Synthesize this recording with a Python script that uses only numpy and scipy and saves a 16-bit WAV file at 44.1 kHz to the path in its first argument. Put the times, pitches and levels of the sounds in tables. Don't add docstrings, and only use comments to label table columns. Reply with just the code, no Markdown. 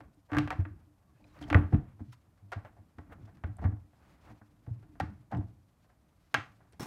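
import sys
import numpy as np
from scipy import signal
from scipy.fft import rfft, irfft, next_fast_len
from scipy.io import wavfile
from scipy.ndimage import uniform_filter1d, map_coordinates

SR = 44100
rng = np.random.default_rng(int(sys.argv[2]) if len(sys.argv) > 2 else 0)


def transcribe(u):
    v = np.clip(np.atleast_2d(u).T, -1, 1)
    q = np.round(v * 32767).astype(np.int16)
    wavfile.write(sys.argv[1], SR, q)


def attenuation_scalar(level_db):
    decades = np.asarray(level_db, float) / 20
    return 10 ** decades


N = 302631


def unit(x):
    return x / np.sqrt(np.mean(x ** 2) + 1e-20)


def along(points, hz):
    f, v = np.transpose(points)
    return np.interp(np.log(hz + 1), np.log(f + 1), v, left=v[0], right=v[-1])


def curves(rows):
    s, *cols = np.transpose(rows)
    return [np.interp(np.arange(N) / SR, s, c) for c in cols]


def wobble(rate):
    knots = rng.standard_normal(int(N * rate / SR) + 4)
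    return map_coordinates(knots, [np.arange(N) * rate / SR])


def noise(spectrum):
    m = next_fast_len(N + 8192)
    gain = attenuation_scalar(along(spectrum, np.fft.rfftfreq(m, 1 / SR)))
    return unit(irfft(rfft(rng.standard_normal(m)) * gain, m)[:N])


def causal(db):
    c = irfft(db * np.log(10) / 20)
    c[1:len(c) // 2] *= 2
    c[len(c) // 2 + 1:] = 0
    return np.exp(rfft(c))


def strokes(rows, t):
    return sum(attenuation_scalar(db) * np.exp(-(2 * (t - s) / length) ** 2) for s, length, db in rows)


def tail(size):
    # frequency in Hz, t60 in s.
    room_decay = [(100, 0.53), (400, 0.33), (1200, 0.3), (3000, 0.26), (8000, 0.33), (15000, 0.091)]
    hz, t, z = signal.stft(rng.standard_normal(size), SR, nperseg=256)
    decay = attenuation_scalar(-60 * t / along(room_decay, hz)[:, None])
    h = signal.istft(z * decay, SR, nperseg=256)[1][:size]
    h = h * (1 - np.exp(-np.arange(size) / SR / 0.0062))
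    return h / np.linalg.norm(h)


def add(track, s, x, source, room_db):
    wet = attenuation_scalar(room_db) * signal.fftconvolve(source, tail(size=20480))
    wet[:len(x)] += x
    k = round(s * SR)
    track[k:k + len(wet)] += wet


def in_room(track):
    wet = attenuation_scalar(-14) * signal.fftconvolve(track, tail(size=20480))
    return (track + wet[:len(track)])[:N]


def hiss():
    # frequency in Hz, level in dB.
    floor_colour = [(18, -26), (30, 1.5), (86, 5), (268, -9), (332, -14.5), (519, -15.5), (676, -12.5),
                    (814, -16), (1120, -18.5), (2810, -34.5), (13000, -33.5), (15200, -42), (16500, -67)]
    return attenuation_scalar(-68) * noise(floor_colour)


def hands():
    # time in s, effort in dB.
    grip = [(0, -51.5), (.3, -103), (.5, -45), (.77, -60), (.93, -82), (1.36, -58.5), (1.5, -47.5),
            (2.1, -70.5), (2.45, -70), (2.65, -63), (2.89, -68.5), (3.2, -55), (3.89, -71.5), (4.31, -58),
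            (4.45, -70.5), (5.1, -61), (5.7, -78.5), (6.45, -68.5)]
    # start in s, peak level in dB, t60 in s.
    shudders = [(0.351, -29.5, 0.41), (0.591, -33, 0.13), (1.575, -18.5, .17), (1.729, -29, 0.3),
                (2.581, -45.5, 0.22), (3.62, -34.5, 0.3), (5.36, -49.5, 0.66)]
    # middle in s, length in s, peak level in dB.
    palm_strokes = [
        (1.37, .08, -68),
        (4.08, 0.13, -67.5),
        (4.28, 0.13, -67.5),
        (3.128, .02, -56),
        (.308, .02, -60),
        (2.67, .04, -58),
    ]
    # middle in s, length in s, peak level in dB.
    sleeve_strokes = [(0.49, 0.13, -77.5), (1.42, 0.31, -74), (1.715, .12, -80), (2.103, 0.22, -83),
                      (2.13, 0.017, -60), (3.257, 0.0095, -75), (3.265, 0.14, -91), (4.08, 0.17, -79),
                      (4.28, 0.18, -77), (5.2, 1, -88.5), (6.4, 0.38, -78.5)]
    # frequency in Hz, level in dB (sway: dB per Hz).
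    sway_colour = [(18, -41.5), (30, -5), (71, 0), (96, -5.5), (145, -3), (258, -11), (303, -5),
                   (367, -18.5), (411, -21), (450, -21), (580, -62), (990, -120)]
    rub_colour = [(300, -40), (500, 0), (1200, -2), (2500, -12), (5000, -35)]
    cloth_colour = [(800, -1), (2000, 10), (5000, 5), (10000, -5), (16000, -9)]

    t = np.arange(N) / SR
    (effort_db,) = curves(grip)
    shudder = np.zeros(N)
    for s, db, t60 in shudders:
        since = np.maximum(t - s, 0)
        shudder += attenuation_scalar(db - 60 * since / t60) * (1 - np.exp(-since / 0.0044))
    sway = (attenuation_scalar(effort_db) + shudder) * attenuation_scalar(3 * wobble(15)) * noise(sway_colour)
    palms = attenuation_scalar(-37.5 + 0.65 * effort_db)
    palms = palms + attenuation_scalar(-24.5) * shudder + strokes(palm_strokes, t)
    rub = palms * attenuation_scalar(3 * wobble(30)) * noise(rub_colour)
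    sleeves = attenuation_scalar(-83.5) + strokes(sleeve_strokes, t)
    cloth = sleeves * attenuation_scalar(-4.0 + 3.1 * wobble(65)) * noise(cloth_colour)
    return sway + rub + cloth


def end_noise():
    # time in s, level in dB.
    end_level = [
        (6.796, -41.5),
        (6.86, -42.5),
    ]
    # frequency in Hz, level in dB.
    grit_colour = [(29, -48), (50, -7.5), (101, 2.5), (204, 1.5), (324, 2.5), (580, -12.5), (757, -6.5),
                   (1230, -9.5), (1360, -11), (2000, -16), (5100, -24), (5400, -11.5), (5700, -20.5),
                   (15000, -32), (16500, -36.5)]
    start = np.arange(N) / SR > end_level[0][0]
    grit_db = 2 * wobble(250)
    return start * attenuation_scalar(curves(end_level)[0] + grit_db) * noise(grit_colour)


def squeaks():
    # middle in s, length in s, peak level in dB, pitch in Hz, glide in Hz per s.
    pin_squeaks = [
        (1.1, .05, -76, 1141, 0),
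        (1.160, .05, -82, 1700, 0),
        (1.18, .04, -81, 2530, 0),
        (1.289, .012, -75, 4150, -4000),
        (1.304, .01, -76, 3880, -4000),
        (1.329, .012, -76, 3880, -1500),
        (1.345, .03, -84, 5600, -9000),
        (1.360, .04, -72, 1178, 0),
        (1.365, .04, -74, 1469, 0),
        (1.35, .05, -75, 1820, 0),
    ]
    track, t = np.zeros(N + SR), np.arange(SR // 4) / SR
    u, waver = t - t.mean(), wobble(150)
    for s, length, db, hz, glide in pin_squeaks:
        k = round((s - t.mean()) * SR)
        phase = 2 * np.pi * (hz + glide * u / 2) * u + 1.2 * waver[k:k + len(t)]
        track[k:k + len(t)] += strokes([(0.00056, length, db)], u) * np.sin(phase)
    return in_room(track)


def rings():
    # start in s, peak level in dB, mode in Hz, t60 in s.
    damped_rings = [(.330, -38.5, 1157, .09), (.333, -38, 690, .07), (.3680, -33, 1150, 0.12),
                    (.3686, -35, 1340, .06), (.372, -37, 740, .1), (.5050, -35, 900, 0.075),
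                    (.509, -34, 1265, .03), (.655, -52, 902, .06), (1.198, -60, 610, .03),
                    (1.229, -60.5, 603, .03), (1.261, -60, 612, .03), (1.474, -52, 1870, .03),
                    (1.5430, -24, 310.6, 0.14), (1.5436, -28, 880, 0.057), (1.624, -38, 290, 0.071),
                    (1.7220, -32, 175, 0.089), (1.7226, -33.5, 345, 0.071), (1.727, -42, 495, 0.074),
                    (1.765, -38, 300, 0.096), (2.019, -40, 200, .07), (2.127, -54, 1350, .03),
                    (2.522, -37, 794, 0.045), (2.557, -48, 692, .12), (2.652, -48, 620, .06),
                    (2.987, -50, 1050, .04), (3.442, -44, 1450, .04), (3.647, -36, 880, 0.029),
                    (3.648, -47, 2110, .02), (3.657, -44, 1500, .02), (3.641, -66, 5800, .015),
                    (3.656, -64, 5600, .012), (3.771, -56, 1100, .02), (4.663, -60, 1550, .02),
                    (4.826, -61.5, 1400, .03), (5.005, -35.5, 301.3, .15), (5.012, -38.5, 861, 0.085),
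                    (5.10, -44, 201, 0.16), (5.346, -66, 5200, 0.0091), (5.347, -52, 2900, .02),
                    (5.368, -59.5, 5100, 0.014), (5.370, -62, 6000, .012), (5.376, -60, 3700, .015),
                    (6.3430, -30, 822, .05), (6.3436, -32, 3120, 0.032), (6.344, -28, 2100, .03),
                    (6.356, -35.5, 807, .1), (6.352, -38.5, 1042, .11), (6.354, -42.5, 1324, 0.18),
                    (6.355, -42, 1920, .2), (6.353, -42, 2306, .2),
                    (.0005, -52, 150, .1), (.002, -58, 750, .06), (.3165, -42, 1700, .015),
                    (.3170, -46, 2600, .012), (.6518, -50, 2600, .02), (.6522, -52, 1900, .02),
                    (.657, -54, 560, .06), (1.3888, -58, 5600, .003), (1.3890, -60, 3000, .004),
                    (1.4262, -52, 4300, .006), (1.529, -34, 560, .05), (1.548, -28, 580, .06),
                    (1.5475, -28, 1500, .03), (2.005, -52, 430, .05), (2.126, -64, 11000, .02),
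                    (2.128, -62, 6800, .02), (2.992, -48, 150, .12), (3.439, -38, 230, .07),
                    (3.452, -34, 90, .07), (3.468, -42, 320, .06), (3.441, -48, 560, .05),
                    (3.569, -54, 700, .03), (4.677, -42, 270, .05), (4.680, -50, 480, .04),
                    (4.828, -58, 380, .06), (5.13, -50, 190, .15), (5.321, -40, 200, .08),
                    (5.322, -50, 2500, .015), (6.345, -38, 3900, .02), (6.351, -46, 2692, .15)]
    track, t = np.zeros(N + SR), np.arange(SR // 4) / SR
    for s, db, hz, t60 in damped_rings:
        mode = attenuation_scalar(db - 60 * t / t60) * np.sin(2 * np.pi * hz * t)
        track[round(s * SR):][:len(t)] += mode * (1 - np.exp(-t / .0012))
    return in_room(track)


def ticks():
    # start in s, peak level in dB, mode in Hz, t60 in
    # s.
    quick_modes = [(.147, -56, 8650, 0.0026), (.606, -59, 5630, 0.0066), (1.2422, -54, 2450, 0.017),
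                   (1.2426, -61, 4000, 0.013), (1.223, -68, 2400, 0.01), (1.173, -63, 570, 0.03),
                   (1.408, -56, 1900, 0.03), (1.426, -41, 3257, 0.011), (1.440, -43, 3150, 0.016),
                   (3.569, -39, 9160, 0.0018), (3.5698, -51, 7800, 0.0042), (3.5702, -59, 11400, 0.0032),
                   (1.3892, -48, 4900, 0.0026), (1.3894, -56, 6500, .003), (1.426, -50.5, 5000, 0.0037),
                   (.370, -29.5, 1620, 0.048), (.506, -32, 750, 0.088), (1.5462, -11, 1930, 0.0088),
                   (2.124, -62, 5400, 0.03), (2.131, -55, 993, 0.05), (2.526, -44, 570, 0.075),
                   (2.524, -34.5, 1413, .05), (5.0025, -19, 792, 0.024), (5.323, -31.5, 774, 0.037),
                   (6.347, -20, 1640, 0.035), (6.3425, -31, 6350, 0.018), (4.300, -72, 6700, 0.026),
                   (5.373, -61.5, 7900, 0.011), (6.722, -63, 9700, 0.0071), (6.725, -57.5, 8730, 0.011),
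                   (.331, -44, 455, .06), (.373, -36, 385, 0.06), (0.5048, -26.5, 2320, 0.013),
                   (1.5023, -34, 1720, .012), (1.53, -24.5, 2420, 0.014), (1.5466, -22, 2520, 0.012),
                   (1.552, -29.5, 424, 0.098), (1.553, -31.5, 493.5, 0.1), (1.737, -33, 344, 0.089),
                   (2.576, -48, 745, 0.064), (2.988, -52, 404, 0.064), (3.442, -45.5, 416, .07),
                   (5.003, -34.5, 1170, 0.043), (5.0034, -37, 1836, 0.032), (5.331, -41, 238, 0.1),
                   (6.3442, -41, 255, 0.072), (6.346, -30, 2630, 0.043), (6.732, -54.5, 415, 0.018)]
    track, t = np.zeros(N + SR), np.arange(SR // 10) / SR
    for s, db, hz, t60 in quick_modes:
        mode = attenuation_scalar(db - 60 * t / t60) * np.sin(2 * np.pi * hz * t)
        x = mode * (1 - np.exp(-t / .0003))
        add(track, s, x, x, room_db=-21.0)
    return track[:N]


def contacts(rows, rise, t60, crack_db, lift_db, room_db):
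    # centre in Hz, width in Hz, level in dB.
    wood_modes = [(544, 37, -14), (690, 90, -5.5), (753, 50, -8), (865, 35, -8), (1038, 30, -14),
                  (1161, 40, -8), (1340, 34, -11), (1480, 30, -13), (1577, 30, -15), (1620, 20, -14.5),
                  (1900, 40, -15), (2155, 30, -16), (2690, 88, -16), (3200, 110, -19.5)]
    track, size = np.zeros(N + SR), 8192
    t, f = np.arange(size) / SR, np.fft.rfftfreq(size, 1 / SR)
    body = sum(attenuation_scalar(db) / (1 + (2 * (f - c) / w) ** 2) for c, w, db in wood_modes)
    body_db = .8 * 20 * np.log10(body + .2)
    dull = causal(along([(2500, -2.0), (5000, -8), (12000, -20)], f))
    band = (f > 1000) & (f < 2000)
    for s, db, wood_db, metal_db in rows:
        edge_db = lift_db + 0.61 * metal_db
        swell = attenuation_scalar(-60 * t / max(t60, .003)) * (1 - np.exp(-t / rise)) ** 2 * (t < .14)
        crack = attenuation_scalar(crack_db - 60 * t / 0.012) * (1 - np.exp(-t / .00015))
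        grains = attenuation_scalar(4 * np.repeat(rng.standard_normal(size // 64), 64))
        rattle = rfft(swell * grains * rng.standard_normal(size)) * dull
        force = rattle + rfft(crack * rng.standard_normal(size))
        even = causal(-10 * np.log10(uniform_filter1d(np.abs(force) ** 2, size=48)))
        tone = [(150, wood_db - 30.0), (400, wood_db - 0), (600, wood_db - 1.0), (900, wood_db),
                (1200, 0.012), (1800, 0.0068), (2750, edge_db - 4.0), (3300, edge_db - 8.0),
                (4500, metal_db + 5.0), (7000, metal_db - 2.5), (16000, metal_db - 17.0)]
        colour = causal(body_db + along(tone, f))
        z = force * even * colour
        x = irfft(z) * attenuation_scalar(db) / np.abs(irfft(z * band)).max()
        pulse = np.roll(irfft(colour * dull ** 0.5), np.argmax(swell))
        add(track, s, x, pulse * np.linalg.norm(x) / np.linalg.norm(pulse), room_db)
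    return track[:N]


def scuffs():
    # start in s, peak level in dB, wood in dB, metal in dB.
    slides = [(.286, -62, 8, -23.5), (1.1494, -73, -7, -19), (1.1994, -73.5, 16.5, -15),
              (1.4069, -50.5, 4, -12), (1.475, -63, 19, -3), (1.9909, -58.5, 5.5, -35),
              (2.122, -58, -15, -12), (2.3694, -67.5, -6, -14.5), (2.764, -64, 11, -23),
              (3.094, -57, 0.5, -36), (3.120, -55, 0, -36), (3.172, -66, 10, -34), (3.2425, -62, 3, -24),
              (3.2714, -57.5, 3.5, -26), (3.6114, -55, 12.5, -19), (3.9275, -65.5, 4.5, -27.5),
              (4.2438, -62, 8, -26), (4.2954, -55.5, 7, -16.5), (4.6744, -61.5, 9.5, -24.5),
              (4.9474, -57.5, 2.5, -27.5), (5.3048, -58, 9, -27), (5.3174, -39, 4.5, -53),
              (5.8376, -65.5, 1, -18), (5.891, -63.5, 0, -22), (6.5999, -62.5, 4.5, -30)]
    return contacts(slides, rise=0.0072, t60=0.073, crack_db=-41.5, lift_db=3.5, room_db=-10)


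def rattles():
    # start in s, peak level in dB, wood in dB, metal in dB.
    chatter = [(.316, -34, -4, -30), (1.2424, -68.5, 13, -23), (1.4254, -52, -27, -16),
               (1.724, -42, 9, -36), (2.519, -35.5, 0, -22), (3.5853, -51.5, 6.5, -33),
               (3.647, -42.5, 4.5, -33.5), (3.7203, -56, 0, -43), (4.8271, -66, 6, -19),
               (5.3154, -49, 3, -20), (.296, -48, 5, -38.5)]
    return contacts(chatter, rise=.002, t60=.075, crack_db=-6, lift_db=7.5, room_db=-8.5)


def clicks():
    # start in s, peak level in dB, wood in dB, metal in dB.
    snaps = [(.0044, -48.5, 2.5, -25), (.3476, -32.5, 1, -30), (.3682, -23, -7, -30),
             (.5048, -26.5, -6, -24.5), (1.3884, -56, -10.5, -16), (1.4394, -57, 0, -22),
             (1.5657, -35.5, 10, -31.5), (2.649, -45, 1.5, -28), (2.9845, -44.5, 1, -27),
             (3.3707, -62.5, -4, -17.5), (3.6254, -47.5, 9.5, -27), (3.6404, -40, 4, -31),
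             (3.6554, -44.5, 4.5, -43), (4.4129, -53, -0.5, -50), (4.6633, -60, 6, -22),
             (4.9996, -28.5, -3, -22), (5.3694, -53.5, 13.5, -21.5), (5.4081, -57, 11.5, -27),
             (6.7243, -66, -15.5, -9), (6.7321, -63, 5.5, -8.5)]
    return contacts(snaps, rise=.002, t60=.035, crack_db=-5, lift_db=6.5, room_db=-10.5)


def knocks():
    # start in s, peak level in dB, wood in dB, metal in dB.
    edge_hits = [(.3324, -30, -2.5, -32.5), (.3845, -23.5, -4, -17.5), (.4753, -36, -0.5, -26),
                 (.526, -36, 5, -29), (.6515, -41.5, -7.5, -42), (1.501, -28.5, -4, -23.5),
                 (1.5267, -23, 0, -32.5), (1.5445, -16.5, -5, -39), (1.7444, -36, 0, -34),
                 (3.4375, -39, -1, -35), (5.3484, -42.5, 8, -27), (6.3425, -18, -8, -20.5)]
    return contacts(edge_hits, rise=0.0012, t60=0.027, crack_db=-3.5, lift_db=12, room_db=-10.5)


def thumps(rows, rail_db, pane_db):
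    rail_hz, pane_hz = 218.2, 297.3
    track, t = np.zeros(N + SR), np.arange(SR // 3) / SR
    for s, db, hz, t60 in rows:
        detune = 1 + rng.standard_normal(2) * [.1, .008]
        choke_db = -60 * (t / max(t60, .02)) ** 1.4
        panel = attenuation_scalar(3.5 + choke_db) * np.sin(2 * np.pi * hz * t)
        rail = attenuation_scalar(rail_db + 2.2 * choke_db) * np.sin(2 * np.pi * rail_hz * detune[0] * t)
        pane = attenuation_scalar(pane_db + 1.11 * choke_db) * np.sin(2 * np.pi * pane_hz * detune[1] * t)
        padded = (1 - np.exp(-t / 0.0033)) ** 2
        x = attenuation_scalar(db) * padded * (panel + rail + pane)
        add(track, s, x, x, room_db=-17)
    return track[:N]


def door():
    # start in s, peak level in dB, panel in Hz, t60 in s.
    flat_blows = [(.43, -44, 95.3, 0.41), (.499, -56, 88.5, .17), (.54, -42, 95, 0.093),
                  (1.25, -62, 106, 0.18), (1.547, -9.5, 90.8, 0.1), (1.627, -38, 91.5, 0.43),
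                  (1.689, -53, 102, 0.1), (1.737, -15, 96.2, 0.069), (2.077, -45, 122, 0.17),
                  (2.419, -52.5, 99.6, 0.37), (2.559, -32, 99.7, 0.12), (2.784, -49, 95.6, 0.15),
                  (3.1, -58.5, 86.6, 0.97), (3.229, -43, 105.4, 0.13), (3.488, -36, 106, 0.13),
                  (3.589, -38, 77, 0.16), (3.646, -19, 90, 0.13), (3.679, -23, 98.7, .07),
                  (3.719, -35, 105.5, 0.13), (4.674, -32, 107.4, 0.06), (4.690, -40, 108.7, 0.051),
                  (4.758, -44, 115, .09), (5.359, -26.5, 107.7, 0.13), (5.436, -36, 100, 0.08),
                  (5.2, -47.5, 118, 0.083), (5.08, -41.5, 98.6, 0.11), (6.53, -65.5, 113.1, 0.37)]
    corner_bumps = [(1.724, -35.5, 138.5, 0.34), (2.003, -38, 89.8, .12), (2.98, -41.5, 83, 0.092),
                    (3.474, -42, 100, 0.088), (4.296, -54.5, 110.7, 0.23), (4.408, -56.5, 103.5, 0.23),
                    (5.006, -35.5, 82, 0.19), (5.028, -28.5, 100, 0.061), (5.328, -35, 114, 0.28),
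                    (5.383, -24.5, 92.5, 0.062), (6.338, -40.5, 130, 0.19), (6.378, -35, 107.3, 0.061),
                    (6.731, -62.5, 84.5, 0.13)]
    pane_jolts = [
        (.009, -52.5, 110, 0.084),
        (.17, -61, 111, 0.092),
        (.317, -36.5, 104.8, 0.43),
        (.368, -30, 139, 0.17),
        (.657, -47.5, 113.3, 0.11),
        (.865, -66.5, 119, 0.22),
        (1.41, -47, 63, 0.28),
        (1.509, -32, 87, 0.26),
    ]
    hand_stops = [
        (.587, -21, 90, .1),
        (3.438, -27, 83, .075),
        (4.706, -28, 108, .08),
    ]
    return (thumps(flat_blows, rail_db=-9.5, pane_db=-16.5)
            + thumps(corner_bumps, rail_db=1.5, pane_db=-4.5)
            + thumps(pane_jolts, rail_db=-12.5, pane_db=6.5)
            + thumps(hand_stops, rail_db=-20, pane_db=-25))


def scene():
    background = hiss() + hands() + end_noise()
    hinge = squeaks() + ticks() + scuffs() + rattles() + clicks()
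    wood = rings() + knocks() + door()
    return (background + hinge + wood)[None]


def roll_off(x):
    return signal.sosfilt(signal.butter(12, 15850, fs=SR, output="sos"), x)


def record(dry):
    low_cut = signal.butter(3, 45, "highpass", fs=SR, output="sos")
    return roll_off(signal.sosfilt(low_cut, dry))


dry = scene()
out = record(dry)
transcribe(out)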